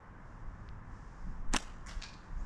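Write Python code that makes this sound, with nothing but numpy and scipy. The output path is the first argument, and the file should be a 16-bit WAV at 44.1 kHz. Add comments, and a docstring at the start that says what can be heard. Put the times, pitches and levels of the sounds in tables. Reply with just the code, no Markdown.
"""Distant traffic, an engine hum, gusting wind and faint hiss are shaped noise and a drifting sine.
Wind puffs push the microphone, and a drawn rubber band ticks once as a filtered impulse.
A hand catapult is shot: bands swish, crack, flap, thud and crack again; a quiet street echoes it.
A third of a second later the pellet rips through far leaves as noise bursts, then clatters on
ringing metal. A sleeve brushes last, as a narrow band of noise that rises in pitch."""
import sys
import numpy as np
from scipy import signal
from scipy.fft import rfft, irfft
from scipy.io import wavfile
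from scipy.ndimage import uniform_filter1d

SR = 44100
rng = np.random.default_rng(int(sys.argv[2]) if len(sys.argv) > 2 else 0)


def bounce(signal):
    """Save signal as a 16-bit WAV file at the path given by the first command-line argument."""
    frames = np.transpose(np.atleast_2d(signal))
    limited = np.clip(frames, -1, 1)
    pcm = np.round(limited * 32767).astype(np.int16)
    wavfile.write(sys.argv[1], SR, pcm)


N = 108309
T = np.arange(N) / SR

# Every table named *_COLOUR is a relative spectrum: frequency_hz, level_db


def amp(db):
    """Decibel law: 20 dB is a tenfold gain."""
    return 10 ** (np.asarray(db) / 20)


def unit(x):
    """Energy normalisation: the squares sum to 1."""
    return x / np.sqrt(np.sum(x ** 2) + 1e-20)


def unit_rms(x):
    """Power normalisation: a signal of the scene's length gets rms 1."""
    return np.sqrt(N) * unit(x)


def read(points, hz):
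    """Interpolation on a logarithmic frequency axis, as hearing spaces pitch."""
    f, value = np.transpose(points)
    return np.interp(np.log(hz + 1), np.log(f + 1), value)


def level(points):
    """Gain envelope, linear in decibels between points of time_s, level_db."""
    return amp(np.interp(T, *np.transpose(points)))


def convolve(x, response):
    """Linear superposition of delayed responses, cut to the length of the scene."""
    return signal.fftconvolve(x, response)[:N]


def colour(x, points, size=4096):
    """Minimum-phase filter of energy 1: the Hilbert transform of log gain gives a causal phase."""
    hz = abs(np.fft.fftfreq(size, 1 / SR))
    log_gain = np.log(amp(read(points, hz)))
    spectrum = np.exp(np.conj(signal.hilbert(log_gain)))
    response = np.fft.ifft(spectrum).real[:size // 2]
    return convolve(x, unit(response))


def noise(points):
    """Spectral shaping of white noise, giving steady noise of rms 1."""
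    gain = amp(read(points, np.fft.rfftfreq(N, 1 / SR)))
    return unit_rms(irfft(rfft(rng.standard_normal(N)) * gain, N))


def grainy(depth_db, span=60):
    """Random amplitude modulation: a gain of rms 1 that flickers over about span samples."""
    flicker = unit_rms(uniform_filter1d(rng.standard_normal(N), span))
    return unit_rms(amp(depth_db * flicker))


def click(s):
    """Unit impulse: one sample holding all frequencies equally."""
    return 1. * (np.arange(N) == round(s * SR))


def burst(s, decay):
    """Exponential decay of noise from a sudden onset, with energy 1."""
    return unit(rng.standard_normal(N) * (T >= s) * np.exp(-abs(T - s) / decay))


def swells(rows):
    """Exponential growth to each peak and exponential decay after it."""
    return sum(amp(db) * np.exp(-np.maximum((s - T) / rise, (T - s) / fall))
               for s, db, rise, fall in rows)


def ring(s, hz, t60):
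    """Damped resonance: a sine from s that falls 60 dB in t60 seconds."""
    t = np.maximum(T - s, 0)
    return np.sin(2 * np.pi * hz * t) * np.exp(-np.log(1000) * t / t60)


REBOUND, REBOUND_WIDTHS = 0.73, 2.48  # area and width of the rebound, relative to the dip


def pushes(rows):
    """Pressure displacement: Gaussian dips, each overlapped by a broader positive rebound."""
    total = 0
    for s, db, width in rows:
        dip = np.exp(-((T - s) / width) ** 2)
        rebound = np.exp(-((T - s) / width / REBOUND_WIDTHS) ** 2)
        total = total + amp(db) * (REBOUND / REBOUND_WIDTHS * rebound - dip)
    return total


# time for 60 dB of decay in the street: frequency_hz, t60_s
STREET_T60 = [(200, .4), (1500, 1), (4000, 0.64), (8000, 0.6), (14000, 0.41)]


def street(x, build_s=0.015):
    """Diffuse reverberation between the houses, each frequency band dying at its own speed."""
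    hz, t, z = signal.stft(rng.standard_normal(SR), SR, nperseg=256)
    decay = amp(-60 * t / read(STREET_T60, hz)[:, None])
    tail = signal.istft(z * decay, SR)[1]
    build_up = np.minimum(T[:len(tail)] / build_s, 1)
    return convolve(x, unit(tail * build_up))


TRAFFIC_COLOUR = [(60, -2.5), (170, 4), (270, -4), (400, -10), (700, -10.5), (1050, -5), (1350, -10),
                  (1750, -11.5), (2400, -26), (3500, -36.5), (7000, -53), (10000, -51), (15000, -88)]
TRAFFIC_DB = -54.5


def traffic():
    """Incoherent sum of many distant sources, heard as steady noise."""
    return amp(TRAFFIC_DB) * noise(TRAFFIC_COLOUR)


# level of a far engine: time_s, rms_level_db
HUM = [(0, -67), (.42, -55.5), (.62, -53), (.95, -54.5), (1.12, -73), (2.45, -67.5)]
HUM_HZ, HUM_DRIFT_HZ = 102.8, 4.03  # centre pitch and rms drift


def engine_hum():
    """Frequency modulation: a far engine's sine drifts slowly and randomly in pitch."""
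    drift = unit_rms(uniform_filter1d(rng.standard_normal(N), size=2000))
    phase = 2 * np.pi * np.cumsum(HUM_HZ + HUM_DRIFT_HZ * drift) / SR
    return np.sqrt(2) * level(HUM) * np.sin(phase)


WIND_COLOUR = [(3, -24.5), (14, -5), (25, 0.5), (42, -6), (65, -13.5), (110, -28), (200, -31.5), (400, -48),
               (1500, -98)]
# strength of the wind: time_s, level_db
GUSTS = [(0, -57), (.25, -50), (.45, -45.5), (.8, -47.5), (1.15, -49.5), (1.3, -37), (1.35, -45),
         (1.42, -35.5), (1.55, -38), (1.64, -47.5), (1.82, -48.5), (1.95, -46), (2.08, -48), (2.22, -52),
         (2.34, -42), (2.44, -33.5)]
# low flutter of the wind: peak_s, level_db, rise_s, fall_s
BUFFETS = [(1.29, -41.5, 0.014, 0.03), (1.41, -51.5, 0.015, 0.031), (2.33, -66, 0.039, 0.14)]
BUFFET_COLOUR = [(40, -4.5), (90, 0), (170, 5), (260, -13.5), (450, -42), (2000, -77)]


def wind():
    """Turbulent pressure on the microphone: low noise follows the gusts and flutters in buffets."""
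    return level(GUSTS) * noise(WIND_COLOUR) + swells(BUFFETS) * noise(BUFFET_COLOUR)


# strength of the faint treble hiss: time_s, level_db
HISS = [(0, -81.5), (.18, -82.5), (.3, -76), (.45, -79), (.68, -76.5), (.82, -82.5), (.95, -72.5),
        (1.33, -73.5), (1.46, -80), (1.8, -76.5), (2.2, -74), (2.35, -75), (2.42, -70.5)]
HISS_COLOUR = [(1000, -0.5), (2800, -4), (4200, -7.5), (5300, 0), (7400, -3), (8100, -11.5), (9000, -11.5),
               (10500, -30), (15000, -58)]


def hiss():
    """Amplitude-modulated noise: a faint treble hiss rises and falls."""
    return level(HISS) * noise(HISS_COLOUR)


# puffs of wind: centre_s, dip_level_db (without rebound), half_width_s (to 1/e)
PUFFS = [(.474, -34, 0.0091), (.545, -36, .0035), (.697, -34, 0.0037), (.776, -41, 0.0029),
         (.932, -41, 0.0039), (1.065, -39, .008), (1.493, -19, 0.025), (1.534, -18, 0.0092),
         (1.914, -38.5, 0.0047), (1.972, -27, 0.0054), (2.076, -39, 0.0044)]


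def puffs():
    """Quasi-static pressure: puffs of wind push the microphone."""
    return pushes(PUFFS)


# the drawn band ticks once: start_s, level_db (before TICK_GAIN_DB)
TICKS = [(0.6893, -44.5)]
TICK_COLOUR = [(300, -20), (1500, -3), (2700, 4), (5200, 0.5), (7000, -22), (12000, -37)]
TICK_GAIN_DB = 9.5


def tick():
    """Impulse excitation: the rubber settles as it is drawn."""
    return colour(sum(amp(db + TICK_GAIN_DB) * click(s) for s, db in TICKS), TICK_COLOUR)


# the bands rush through the air, out and back: fastest_s, level_db, rise_s, fall_s
SWISHES = [(1.540, -32.5, 0.0049, 0.01), (1.5595, -34.5, 0.0021, 0.0036), (1.568, -33, 0.0021, 0.0048)]
SWISH_COLOUR = [(100, -6), (290, 0), (450, -6), (850, 1.5), (1300, 2.5), (1800, 2.5), (2200, -2.5),
                (2900, -2.5), (4700, -10), (6000, -10), (8700, -9.5), (10500, -27.5), (15000, -36)]


def swishes():
    """Aerodynamic noise: the rush of air swells and fades around each band's fastest moment."""
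    return swells(SWISHES) * noise(SWISH_COLOUR) * grainy(depth_db=1.5)


def whip(s, hz, db, width):
    """Wave packet: the tip of the band whips past in a zip of a few cycles."""
    return amp(db) * np.exp(-((T - s) / width) ** 2) * np.cos(2 * np.pi * hz * (T - s))


# whip cracks of bands and pouch, with the crack returned sharply off the ground at 1.5707 s: start_s, level_db
# (before halving), sizzle_decay_s, zip_pitch_hz, zip_peak_db, zip_half_width_s (to 1/e)
CRACKS = [(1.5372, -7.5, 0.0003, 7030, -16.5, 0.00016), (1.5466, -22.5, .0006, 8700, -33, 0.00037),
          (1.5643, -4.5, 0.0019, 6000, -19, 0.0003), (1.5654, -6.5, 0.0009, 3370, -23, 0.00062),
          (1.5707, -11, 0.0015, 7300, -33, 0.00032), (1.5866, -21, 0.0034, 7400, -45, .0015)]
CRACK_COLOUR = [(100, -31), (600, -29), (1500, 4.5), (2200, -7), (2600, 2.5), (3300, -1), (4200, -3),
                (5200, -10), (5550, 6.5), (6600, -11), (7500, 2), (8900, -7.5), (10300, -19.5),
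                (15000, -37)]
SIZZLE_DB = -0.5  # sizzle relative to the click


def cracks():
    """Shock excitation: each crack is a coloured click and sizzle with a zip."""
    snaps = sum(amp(db) * (click(s) + amp(SIZZLE_DB) * burst(s, decay))
                for s, db, decay, *_ in CRACKS)
    zips = sum(whip(s, hz, db, width) for s, _, _, hz, db, width in CRACKS)
    return .5 * colour(snaps, CRACK_COLOUR) + zips


# slack rubber pushes the air: centre_s, dip_level_db (without rebound), half_width_s (to 1/e)
FLAPS = [(1.5391, -18, 0.00013), (1.5425, -24.5, 0.00078), (1.54625, -15, 0.00014), (1.5473, -15, 0.00013),
         (1.5500, -27.5, 0.00017), (1.5620, -23.5, 0.00032)]
# resonances the flaps excite: pitch_hz, level_db, t60_s
FLAP_RING = [(880, -49, 0.041), (1082, -38, 0.035), (1575, -36.5, 0.024), (1920, -39, .02)]


def flaps():
    """Volume displacement: slack rubber flaps push the air and excite damped resonances."""
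    dips = pushes(FLAPS)
    resonances = sum(amp(db) * ring(0, hz, t60) for hz, db, t60 in FLAP_RING)
    return dips + convolve(dips, resonances)


# the fork and slack bands thud, out and back: start_s, level_db, pitch_hz, t60_s
THUDS = [(1.5397, -30.5, 260, 0.041), (1.5590, -27, 270, 0.026)]


def thuds():
    """Damped vibration: fork and slack bands ring briefly at a low pitch."""
    return sum(amp(db) * ring(s, hz, t60) for s, db, hz, t60 in THUDS)


def catapult():
    """Superposition of cracks, swishes, flaps and thuds."""
    return cracks() + swishes() + flaps() + thuds()


# echoes off the ground, fence and walls: delay_s, level_db, scatter_decay_s
NEAR_WALLS = [(0.037, -37, .009), (0.057, -28.5, 0.0024), (0.0622, -22, 0.0011), (0.133, -36, 0.002)]
STREET_COLOUR = [(200, 5), (450, 0), (1100, 1.5), (1900, 1), (2300, -1), (2900, -1), (3600, -1),
                 (4800, -2.5), (5700, -1.5), (7500, -3), (8900, -12), (10300, -18), (14000, -37)]
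STREET_DB = -21.5


def echoes(shot):
    """Diffuse reflection: walls, fences and street return noise that follows the shot's power."""
    power = abs(uniform_filter1d(shot ** 2, size=80))
    scattered = np.sqrt(power) * rng.standard_normal(N)
    walls = sum(amp(db) * burst(s, scatter) for s, db, scatter in NEAR_WALLS)
    returned = convolve(scattered, walls) + amp(STREET_DB) * street(scattered)
    return colour(returned, STREET_COLOUR) * grainy(depth_db=2.0, span=200)


# the pellet slaps the first leaves: start_s, level_db (before halving), decay_s
SLAPS = [(1.8623, -24, 0.0031), (1.868, -23.5, 0.0054), (1.8703, -22.5, .004), (1.8762, -20.5, 0.0035),
         (1.8827, -26, 0.0033), (1.886, -22.5, 0.0053), (1.893, -21.5, .004), (1.9112, -26.5, .003)]
SLAP_COLOUR = [(300, -30), (1000, 7), (1500, 6), (2100, 7.5), (2700, -14), (4500, -12), (5500, -0.5),
               (7300, 0.5), (8900, -9), (10000, -17), (14500, -39)]
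# spray of foliage: peak_s, level_db, rise_s, fall_s
SPRAYS = [(1.893, -48, 0.0068, 0.014), (1.912, -55.5, 0.0066, 0.025)]
SPRAY_COLOUR = [(300, -9), (900, 6), (1500, 6.5), (2300, -5.5), (2900, 3), (4000, -3.5), (5300, 2),
                (7500, -12), (9000, -12.5), (11000, -29), (14500, -50)]
LEAF_GRAIN_DB, LEAF_TAIL_DB = 2, -5  # flicker depth; reverberation level


def leaves():
    """Multiple impacts: papery slaps and a grainy spray as the pellet passes through foliage."""
    slaps = .5 * colour(sum(amp(db) * burst(s, decay) for s, db, decay in SLAPS), SLAP_COLOUR)
    rip = slaps + swells(SPRAYS) * noise(SPRAY_COLOUR) * grainy(LEAF_GRAIN_DB)
    return rip + amp(LEAF_TAIL_DB) * street(rip)


# the pellet strikes and rebounds: start_s, level_db (noise bursts are then halved), decay_s
HITS = [(2.018, -20.5, 0.0011), (2.0225, -12.5, 0.0021), (2.0338, -18.5, 0.0016), (2.0381, -13, 0.0016),
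        (2.0412, -21.5, 0.0011), (2.0438, -24, .0015), (2.048, -23.5, .002), (2.064, -24, .0018),
        (2.085, -28, .002), (2.134, -31.5, .003), (2.14, -30, .0015)]
# clatter around the strikes: peak_s, level_db, rise_s, fall_s
CLATTER = [(2.04, -49, 0.013, 0.028), (2.091, -58, 0.0043, 0.015), (2.14, -60, 0.0031, 0.012)]
HIT_COLOUR = [(200, -19), (900, -2.5), (1650, 1), (2050, -3), (2450, 5), (3100, -2.5), (4150, 7),
              (5500, 0.5), (7300, -6), (8500, -17.5), (11000, -40), (15000, -63)]
# vibration modes of the metal: pitch_hz, level_db (relative to each hit), t60_s
HIT_MODES = [(1643, -39, .12), (2433, -47.5, 0.39), (4020, -52, 0.18), (4330, -53, .18)]
HIT_TAIL_DB = -10.5


def pellet():
    """Modal excitation: a distant clatter on metal that rings on, with the street's tail."""
    blows = sum(amp(db) * burst(s, decay) for s, db, decay in HITS) / 2
    clatter = swells(CLATTER) * rng.standard_normal(N) * grainy(depth_db=2.5)
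    hit = colour(blows + clatter, HIT_COLOUR)
    modes = sum(amp(db) * ring(0, hz, t60) for hz, db, t60 in HIT_MODES)
    ringing = convolve(sum(amp(db) * click(s) for s, db, _ in HITS), modes)
    return hit + ringing + amp(HIT_TAIL_DB) * street(hit)


# a sleeve brushes: peak_s, level_db, rise_s, fall_s
RUSTLE = [(2.405, -71.5, 0.024, 0.03)]
RUSTLE_HZ, RUSTLE_WIDTH_HZ = 6750, 840  # centre pitch at the peak, and bandwidth
RUSTLE_RISE_HZ_PER_S = 21000


def sleeve():
    """Frictional noise: a soft, high brush of cloth rises in pitch as it speeds up."""
    since_peak = np.clip(T - RUSTLE[0][0], -.08, .05)  # the pitch holds outside these limits
    hz = RUSTLE_HZ + RUSTLE_RISE_HZ_PER_S * since_peak
    low_pass = signal.butter(2, RUSTLE_WIDTH_HZ / 2, fs=SR, output="sos")
    fuzz = signal.sosfilt(low_pass, rng.standard_normal(N))
    carrier = np.cos(2 * np.pi * np.cumsum(hz) / SR)
    return swells(RUSTLE) * unit_rms(fuzz * carrier)


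# spectrum of the stereo difference: frequency_hz, level_db
SIDE_COLOUR = [(200, -15), (3000, -4), (9000, 7.0)]
WIDTH_DB = -23.5


def scene():
    """Mid-side stereo: nearly mono, with a trace of diffuse width on the shot."""
    shot = catapult()
    events = shot + echoes(shot) + leaves() + pellet() + tick() + sleeve()
    outdoors = engine_hum() + wind() + traffic() + hiss() + puffs()
    mid = events + outdoors
    side = amp(WIDTH_DB) * colour(convolve(shot, burst(0, 0.013)), SIDE_COLOUR)
    return np.array([mid + side, mid - side])


LOW_CUT_HZ, EDGE_HZ = 12, 15200  # lower and upper band limits


def record(dry):
    """Band limitation: a gentle high-pass, short fades at both ends and a steep low-pass."""
    high_pass = signal.butter(1, LOW_CUT_HZ, "high", fs=SR, output="sos")
    dry = signal.sosfilt(high_pass, dry)
    dry = dry * np.clip(np.minimum(T, T[-1] - T) / .004, 0, 1)
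    low_pass = signal.firwin(255, EDGE_HZ, window=("kaiser", 8), fs=SR)
    return signal.oaconvolve(dry, low_pass[None], "same")


dry = scene()
out = record(dry)
bounce(out)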